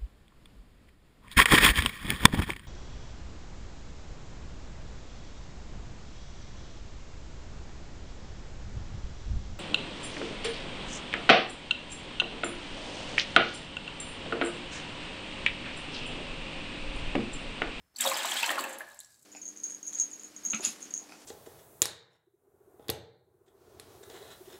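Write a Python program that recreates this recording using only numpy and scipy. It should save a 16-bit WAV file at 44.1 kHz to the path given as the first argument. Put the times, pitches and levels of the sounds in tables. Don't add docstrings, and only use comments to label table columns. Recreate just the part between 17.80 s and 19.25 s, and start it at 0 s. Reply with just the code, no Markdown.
import sys
import numpy as np
from scipy import signal
from scipy.fft import rfft, irfft
from scipy.io import wavfile

SR = 44100
rng = np.random.default_rng(int(sys.argv[2]) if len(sys.argv) > 2 else 0)


def master_out(mix):
    frames = np.transpose(np.atleast_2d(mix))
    ceiling = np.clip(frames, -1, 1)
    pcm = np.round(ceiling * 32767).astype(np.int16)
    wavfile.write(sys.argv[1], SR, pcm)


N = 63945

# t/s, then level/dB of large bubbles, gurgle, middle bubbles, small bubbles, spray, mist
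STREAM_LEVELS = [(0.14, -69.5, -70, -85, -73, -83, -80), (0.208, -48, -80, -33, -41.5, -33.5, -38),
                 (0.248, -36, -51, -35.5, -32, -37, -36.5), (0.26, -31.5, -67, -36, -45, -31, -32),
                 (0.284, -36, -53, -36.5, -36, -30.5, -32.5), (0.326, -34.5, -52.5, -36, -43.5, -39.5, -43),
                 (0.602, -39.5, -56.5, -33.5, -35.5, -35, -41), (0.624, -38, -56.5, -35, -40.5, -42, -44),
                 (0.632, -35, -52.5, -26, -36.5, -38, -42), (0.66, -41, -58.5, -38, -35, -35, -37.5),
                 (0.712, -26.5, -45, -32.5, -65, -37.5, -39.5),
                 (0.742, -38, -50.5, -40.5, -43.5, -44.5, -47), (0.782, -32.5, -48, -41.5, -62, -47, -49),
                 (0.792, -44, -48, -34, -40.5, -41, -40.5), (0.818, -37.5, -44.5, -43, -59.5, -48.5, -51),
                 (0.946, -43, -57, -49.5, -58.5, -45, -49.5), (0.974, -46, -56, -52.5, -76.5, -67.5, -92.5),
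                 (0.982, -49.5, -62, -59, -63, -52.5, -50), (1.014, -40.5, -58.5, -51.5, -62, -60, -54),
                 (1.034, -49, -62.5, -58, -62.5, -58.5, -62.5), (1.242, -67, -97, -73, -62.5, -62.5, -66),
                 (1.45, -100.5, -77, -94, -72.5, -61.5, -66.5)]
# rate/(1/s), lowest f/Hz, highest f/Hz, ring length/cycles, size spread/dB,
# level/dB of the noise beneath the clicks, overall level/dB
GURGLE_SWARM = (306, 283.5, 463, 9, 2.5, 3, -2.5)
LARGE_SWARM = (507, 645.5, 2067.5, 15, 1.5, -2, -5.5)
MIDDLE_SWARM = (504.5, 2007, 3918, 6.5, -0.5, 0, -4.5)
SMALL_SWARM = (905.5, 3801, 6286, 25, 5, -7, -5)
SPRAY_SWARM = (1502.5, 6206, 9193, 51, 2, 1.5, -9)
MIST_SWARM = (2010.5, 9008.5, 15995, 17.5, 2.5, 5, -6)
# t/s, level/dB, starting f/Hz, t60/s (the time to fade by 60 dB)
SINGLE_BUBBLES = [(0.253, -19, 1027, 0.047), (0.257, -18.5, 762, 0.026), (0.271, -30, 543, 0.04),
                  (0.278, -27, 540, 0.011), (0.316, -24.5, 1057, 0.053), (0.321, -20.5, 1095, 0.024),
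                  (0.389, -33.5, 1680, 0.055), (0.447, -19.5, 963, 0.02), (0.452, -23.5, 1176, 0.023),
                  (0.519, -30.5, 753, 0.051), (0.555, -27, 1490, 0.036), (0.556, -34, 1538, 0.074),
                  (0.628, -29.5, 915, 0.2), (0.642, -25.5, 1560, 0.039), (0.678, -25, 980, 0.024),
                  (0.6927, -15.5, 1750, 0.016), (0.704, -19.5, 1830, 0.038), (0.728, -32.5, 1784, 0.061),
                  (0.768, -23.5, 1095, 0.033), (0.78, -23.5, 1108, 0.078), (0.791, -20, 1092, 0.029),
                  (0.842, -28.5, 1750, 0.03), (1.007, -26, 1676, 0.05), (1.077, -39.5, 1710, 0.03),
                  (0.7053, -24, 1150, 0.03), (0.78, -20, 1360, 0.03), (0.267, -25.5, 660, 0.046),
                  (0.45, -29, 666, 0.048), (0.555, -32, 790, 0.061), (0.1615, -31.5, 4400, 0.028),
                  (0.1674, -32.5, 5820, 0.017), (0.1605, -47, 8500, 0.017), (0.186, -29, 2730, 0.013),
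                  (0.2048, -21.5, 3620, 0.023), (0.2172, -25.5, 3206, 0.08), (0.2404, -18, 5470, 0.0085),
                  (0.2595, -23, 3710, 0.067), (0.2674, -30, 3380, 0.036), (0.2734, -16, 3340, 0.015),
                  (0.277, -25, 3970, 0.023), (0.3093, -18.5, 4140, 0.02), (0.3154, -18, 2440, 0.01),
                  (0.3427, -19.5, 4940, 0.015), (0.3658, -20.5, 3110, 0.011), (0.392, -20.5, 3620, 0.0099),
                  (0.403, -23, 3150, 0.02), (0.4339, -26, 3680, 0.014), (0.4524, -27, 3540, 0.019),
                  (0.4903, -21, 3420, 0.021), (0.5188, -18, 3170, 0.017), (0.5686, -20, 3120, 0.027),
                  (0.5838, -28, 3360, 0.086), (0.631, -21.5, 3430, 0.019), (0.631, -13, 2590, 0.021),
                  (0.6415, -19, 3000, 0.032), (0.6628, -24, 4120, 0.022), (0.6926, -13.5, 3100, 0.015),
                  (0.7347, -26, 2590, 0.019), (0.7563, -28, 2580, 0.027), (0.7901, -25.5, 4410, 0.035),
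                  (0.8394, -28, 2616, 0.044), (1.2037, -42, 3540, 0.015), (1.2085, -40.5, 4050, 0.02),
                  (1.2451, -47, 5520, 0.024), (1.343, -49, 4450, 0.014)]
# t/s, level/dB, extra treble level/dB, treble f/Hz, length/s
DROP_HITS = [(0.1594, -51, -9, 11100, 0.0043), (0.1654, -38.5, -13, 12700, 0.0038),
             (0.185, -35.5, -8, 9200, 0.0077), (0.208, -17, -10.5, 10600, 0.0042),
             (0.2154, -23, -33, 12000, 0.0075), (0.2264, -21, -19, 13000, 0.0022),
             (0.2625, -23.5, -4, 14000, 0.0017), (0.2895, -20.5, -11, 10000, 0.001),
             (0.299, -32, -4, 13000, 0.0014), (0.334, -28, -13, 15300, 0.0026),
             (0.355, -30.5, -7, 9500, 0.001), (0.392, -42, 0, 15200, 0.0018),
             (0.44, -31, -15, 11000, 0.002), (0.4555, -26.5, -10, 13900, 0.0034),
             (0.486, -27, -23, 9500, 0.0012), (0.494, -33.5, -5.5, 11500, 0.0011),
             (0.506, -35.5, -20, 9500, 0.002), (0.541, -39, 0.5, 15000, 0.0038),
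             (0.5599, -34.5, -10.5, 12000, 0.0036), (0.629, -24.5, -7.5, 13000, 0.0009),
             (0.677, -30.5, -9.5, 12000, 0.00088), (0.703, -28, -13.5, 11000, 0.0018),
             (0.719, -34, -5.5, 14000, 0.0012), (0.808, -27, -10, 15000, 0.0012),
             (0.8392, -30, -5, 14500, 0.00091), (0.907, -33.5, -16, 10000, 0.0014),
             (0.933, -32, -20, 9500, 0.00055), (0.939, -39, -7, 9300, 0.00092),
             (0.986, -38, 2, 11500, 0.00087), (1.145, -51, 1.5, 11600, 0.00084),
             (1.1907, -28.5, -32.5, 9000, 0.00067), (1.2028, -33, -4.5, 10700, 0.001),
             (1.233, -46.5, -18, 9000, 0.0017), (1.247, -40, -24, 11000, 0.0022)]
# f/Hz, width/Hz, late climb/Hz
PAN_TONES = [(240, 11, 0), (549.7, 28.4, 50.5), (1679, 140, 2.5)]
# t/s, then level/dB of the low, middle and high tone
PAN_TONE_LEVELS = [(.16, -89, -76, -104), (0.204, -55, -88, -44), (0.269, -55, -34, -50),
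                   (.36, -67, -51.5, -50), (.5, -57, -64, -49), (.65, -66.5, -66.5, -53),
                   (.73, -72.5, -48.5, -45), (.83, -58, -46.5, -51), (.96, -73, -54.5, -57),
                   (1.082, -70.5, -67, -60), (1.17, -100, -66.5, -65.5), (1.21, -87, -102, -66),
                   (1.365, -93, -88, -77.5), (1.385, -84, -92, -100)]
# f/Hz, level/dB
ROOM_SPECTRUM = [(20, -28), (70, 3.5), (200, -4.5), (600, -12), (1500, -12), (4000, -21), (6500, -21.5),
                 (7600, -21), (16000, -22)]

BRIGHT_HZ, BRIGHT_WIDTH_HZ = 7670, 720
SPATTER_PER_S, SPATTER_FADE_S, SPATTER_DB = 240, 0.0031, 2
BUBBLE_DB, ONSET_S, RISE = -2.5, 0.00038, 0.138
WOBBLE_SPEED, WOBBLE_DEPTH = 0.092, 0.44
TICK_DB, TICK_TAIL_S, TICK_TAIL_DB = 7.5, 0.0084, -11.5
TREBLE_WIDTH_HZ, TREBLE_DB = 5100, 7.5
PAN_EVENNESS = 0.45
SETTLE_S = (0.98, 1.3)
ECHO_T60_S, ECHO_DB, ECHO_CUT_HZ = 0.44, -11, 12600
ROOM_DB, WHINE_HZ, WHINE_WIDTH_HZ, WHINE_DB = -74, 5280, 100, -85.5
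THUMP_S, THUMP_HZ, THUMP_T60_S, THUMP_DB = 0.0032, 76, 0.058, -56
WATER_LOW_CUT_HZ, TOP_CUT_HZ = 130, 16400


def stream():
    large, gurgle, middle, small, spray, mist = gain_curves(STREAM_LEVELS)
    fizz = swarm(*SPRAY_SWARM)
    fizz = fizz + amp(1.5) * resonance(fizz, BRIGHT_HZ, BRIGHT_WIDTH_HZ)
    bubbling = gurgle * swarm(*GURGLE_SWARM) + large * swarm(*LARGE_SWARM)
    bubbling += middle * swarm(*MIDDLE_SWARM) + small * swarm(*SMALL_SWARM)
    return bubbling + spatter() * (spray * fizz + mist * swarm(*MIST_SWARM))


def swarm(per_s, low_hz, high_hz, cycles, spread_db, noise_db, level_db):
    sizes = amp(spread_db * np.minimum(rng.exponential(1, N), 4)) * rng.choice([-1, 1], N)
    clicks = sizes * (rng.random(N) < per_s / SR)
    which_pitch = rng.integers(0, 20, N)
    kicks = rms_one(clicks) + amp(noise_db) * rng.standard_normal(N)
    out = 0
    for k, hz in enumerate(np.geomspace(low_hz, high_hz, num=20)):
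        ringing = ring(kicks * (which_pitch == k), hz, t60=cycles / hz)
        out += resonance(ringing, hz, width_hz=10 * hz / cycles)
    return amp(level_db) * rms_one(out)


def spatter():
    jumps = rng.exponential(1, N) * (rng.random(N) < SPATTER_PER_S / SR)
    clumps = signal.lfilter([1], [1, -np.exp(-1 / (SPATTER_FADE_S * SR))], jumps)
    return rms_one(1 + amp(SPATTER_DB) * clumps)


def bubbles():
    out, t = np.zeros(N + SR), np.arange(SR // 10) / SR
    for start_s, db, hz, t60 in SINGLE_BUBBLES:
        smoothing = signal.butter(2, WOBBLE_SPEED * hz, fs=SR, output="sos")
        wobble = rms_one(signal.sosfilt(smoothing, rng.standard_normal(len(t))))
        shape = (1 - np.exp(-t / ONSET_S)) * amp(db + BUBBLE_DB - 60 * t / t60)
        tone = np.sin(2 * np.pi * hz * (t + 0.5 * RISE * t * t / t60))
        out[int(start_s * SR):][:len(t)] += shape * (1 + WOBBLE_DEPTH * wobble) * tone
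    return out[:N]


def drop_ticks():
    body, top, t = np.zeros(N + SR), np.zeros(N + SR), np.arange(SR // 20) / SR
    for start_s, db, treble_db, treble_hz, length_s in DROP_HITS:
        shape = np.exp(-(t / length_s) ** 2) + amp(TICK_TAIL_DB) * np.exp(-t / TICK_TAIL_S)
        burst = shape * rng.standard_normal(len(t))
        burst *= np.sqrt(np.sum(shape ** 2) / np.sum(burst ** 2))
        treble = band(burst, treble_hz, TREBLE_WIDTH_HZ)
        body[int(start_s * SR):][:len(t)] += amp(db + TICK_DB) * burst
        top[int(start_s * SR):][:len(t)] += amp(db + treble_db + TREBLE_DB) * treble
    bright = resonance(body, BRIGHT_HZ, BRIGHT_WIDTH_HZ)
    bright = resonance(bright, BRIGHT_HZ, 2 * BRIGHT_WIDTH_HZ)
    return (bright + top)[:N]


def pan_hum():
    out, settled = 0, np.interp(np.arange(N) / SR, SETTLE_S, [0, 1])
    for gain, (hz, width_hz, climb_hz) in zip(gain_curves(PAN_TONE_LEVELS), PAN_TONES):
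        hum = rms_one(band(rng.standard_normal(N), hz, width_hz))
        climb = np.exp(2j * np.pi * climb_hz * np.cumsum(settled) / SR)
        tone = signal.hilbert(hum) * climb
        evened = tone.real / (np.abs(tone) + 0.075) ** PAN_EVENNESS
        out += gain * rms_one(evened)
    return out


def echoes(x):
    t = np.arange(SR // 3) / SR
    tail = rng.standard_normal(len(t)) * amp(-60 * t / ECHO_T60_S) * (t > .002)
    tail = signal.sosfilt(signal.butter(1, ECHO_CUT_HZ, fs=SR, output="sos"), tail)
    return amp(ECHO_DB) * signal.fftconvolve(x, tail / np.sqrt(np.sum(tail ** 2)))[:N]


def kitchen():
    click = np.zeros(N)
    click[int(THUMP_S * SR)] = amp(THUMP_DB)
    thump = ring(click, THUMP_HZ, THUMP_T60_S)
    whine = rms_one(band(rng.standard_normal(N), WHINE_HZ, WHINE_WIDTH_HZ))
    return amp(ROOM_DB) * shaped_noise(ROOM_SPECTRUM) + amp(WHINE_DB) * whine + thump


def amp(db):
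    return 10 ** (np.asarray(db) / 20)


def rms_one(x):
    return x / np.sqrt(np.mean(x ** 2) + 1e-20)


def gain_curves(rows):
    times, *columns = np.transpose(rows)
    t = np.arange(N) / SR
    return [amp(np.interp(t, times, db)) * (t > times[0]) for db in columns]


def ring(x, hz, t60):
    r, w = amp(-60 / (t60 * SR)), 2 * np.pi * hz / SR
    return signal.lfilter([0, np.sin(w)], [1, -2 * r * np.cos(w), r * r], x + 1e-18)


def resonance(x, hz, width_hz):
    r, w = np.exp(-np.pi * width_hz / SR), 2 * np.pi * hz / SR
    return signal.lfilter([(1 - r * r) / 2, 0, (r * r - 1) / 2], [1, -2 * r * np.cos(w), r * r], x)


def band(x, hz, width_hz):
    return resonance(resonance(x, hz, width_hz), hz, width_hz)


def shaped_noise(spectrum):
    hz, db = np.transpose(spectrum)
    log_hz = np.log(np.fft.rfftfreq(N, 1 / SR) + 1)
    gain = amp(np.interp(log_hz, np.log(hz), db))
    return rms_one(irfft(rfft(rng.standard_normal(N)) * gain, N))


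def scene():
    water = stream() + pan_hum() + bubbles() + drop_ticks()
    water = signal.sosfilt(signal.butter(4, WATER_LOW_CUT_HZ, "high", fs=SR, output="sos"), water)
    return (water + echoes(water) + kitchen())[None]


def record(dry):
    return signal.sosfilt(signal.cheby2(16, 70, TOP_CUT_HZ, fs=SR, output="sos"), dry)


dry = scene()
out = record(dry)
master_out(out)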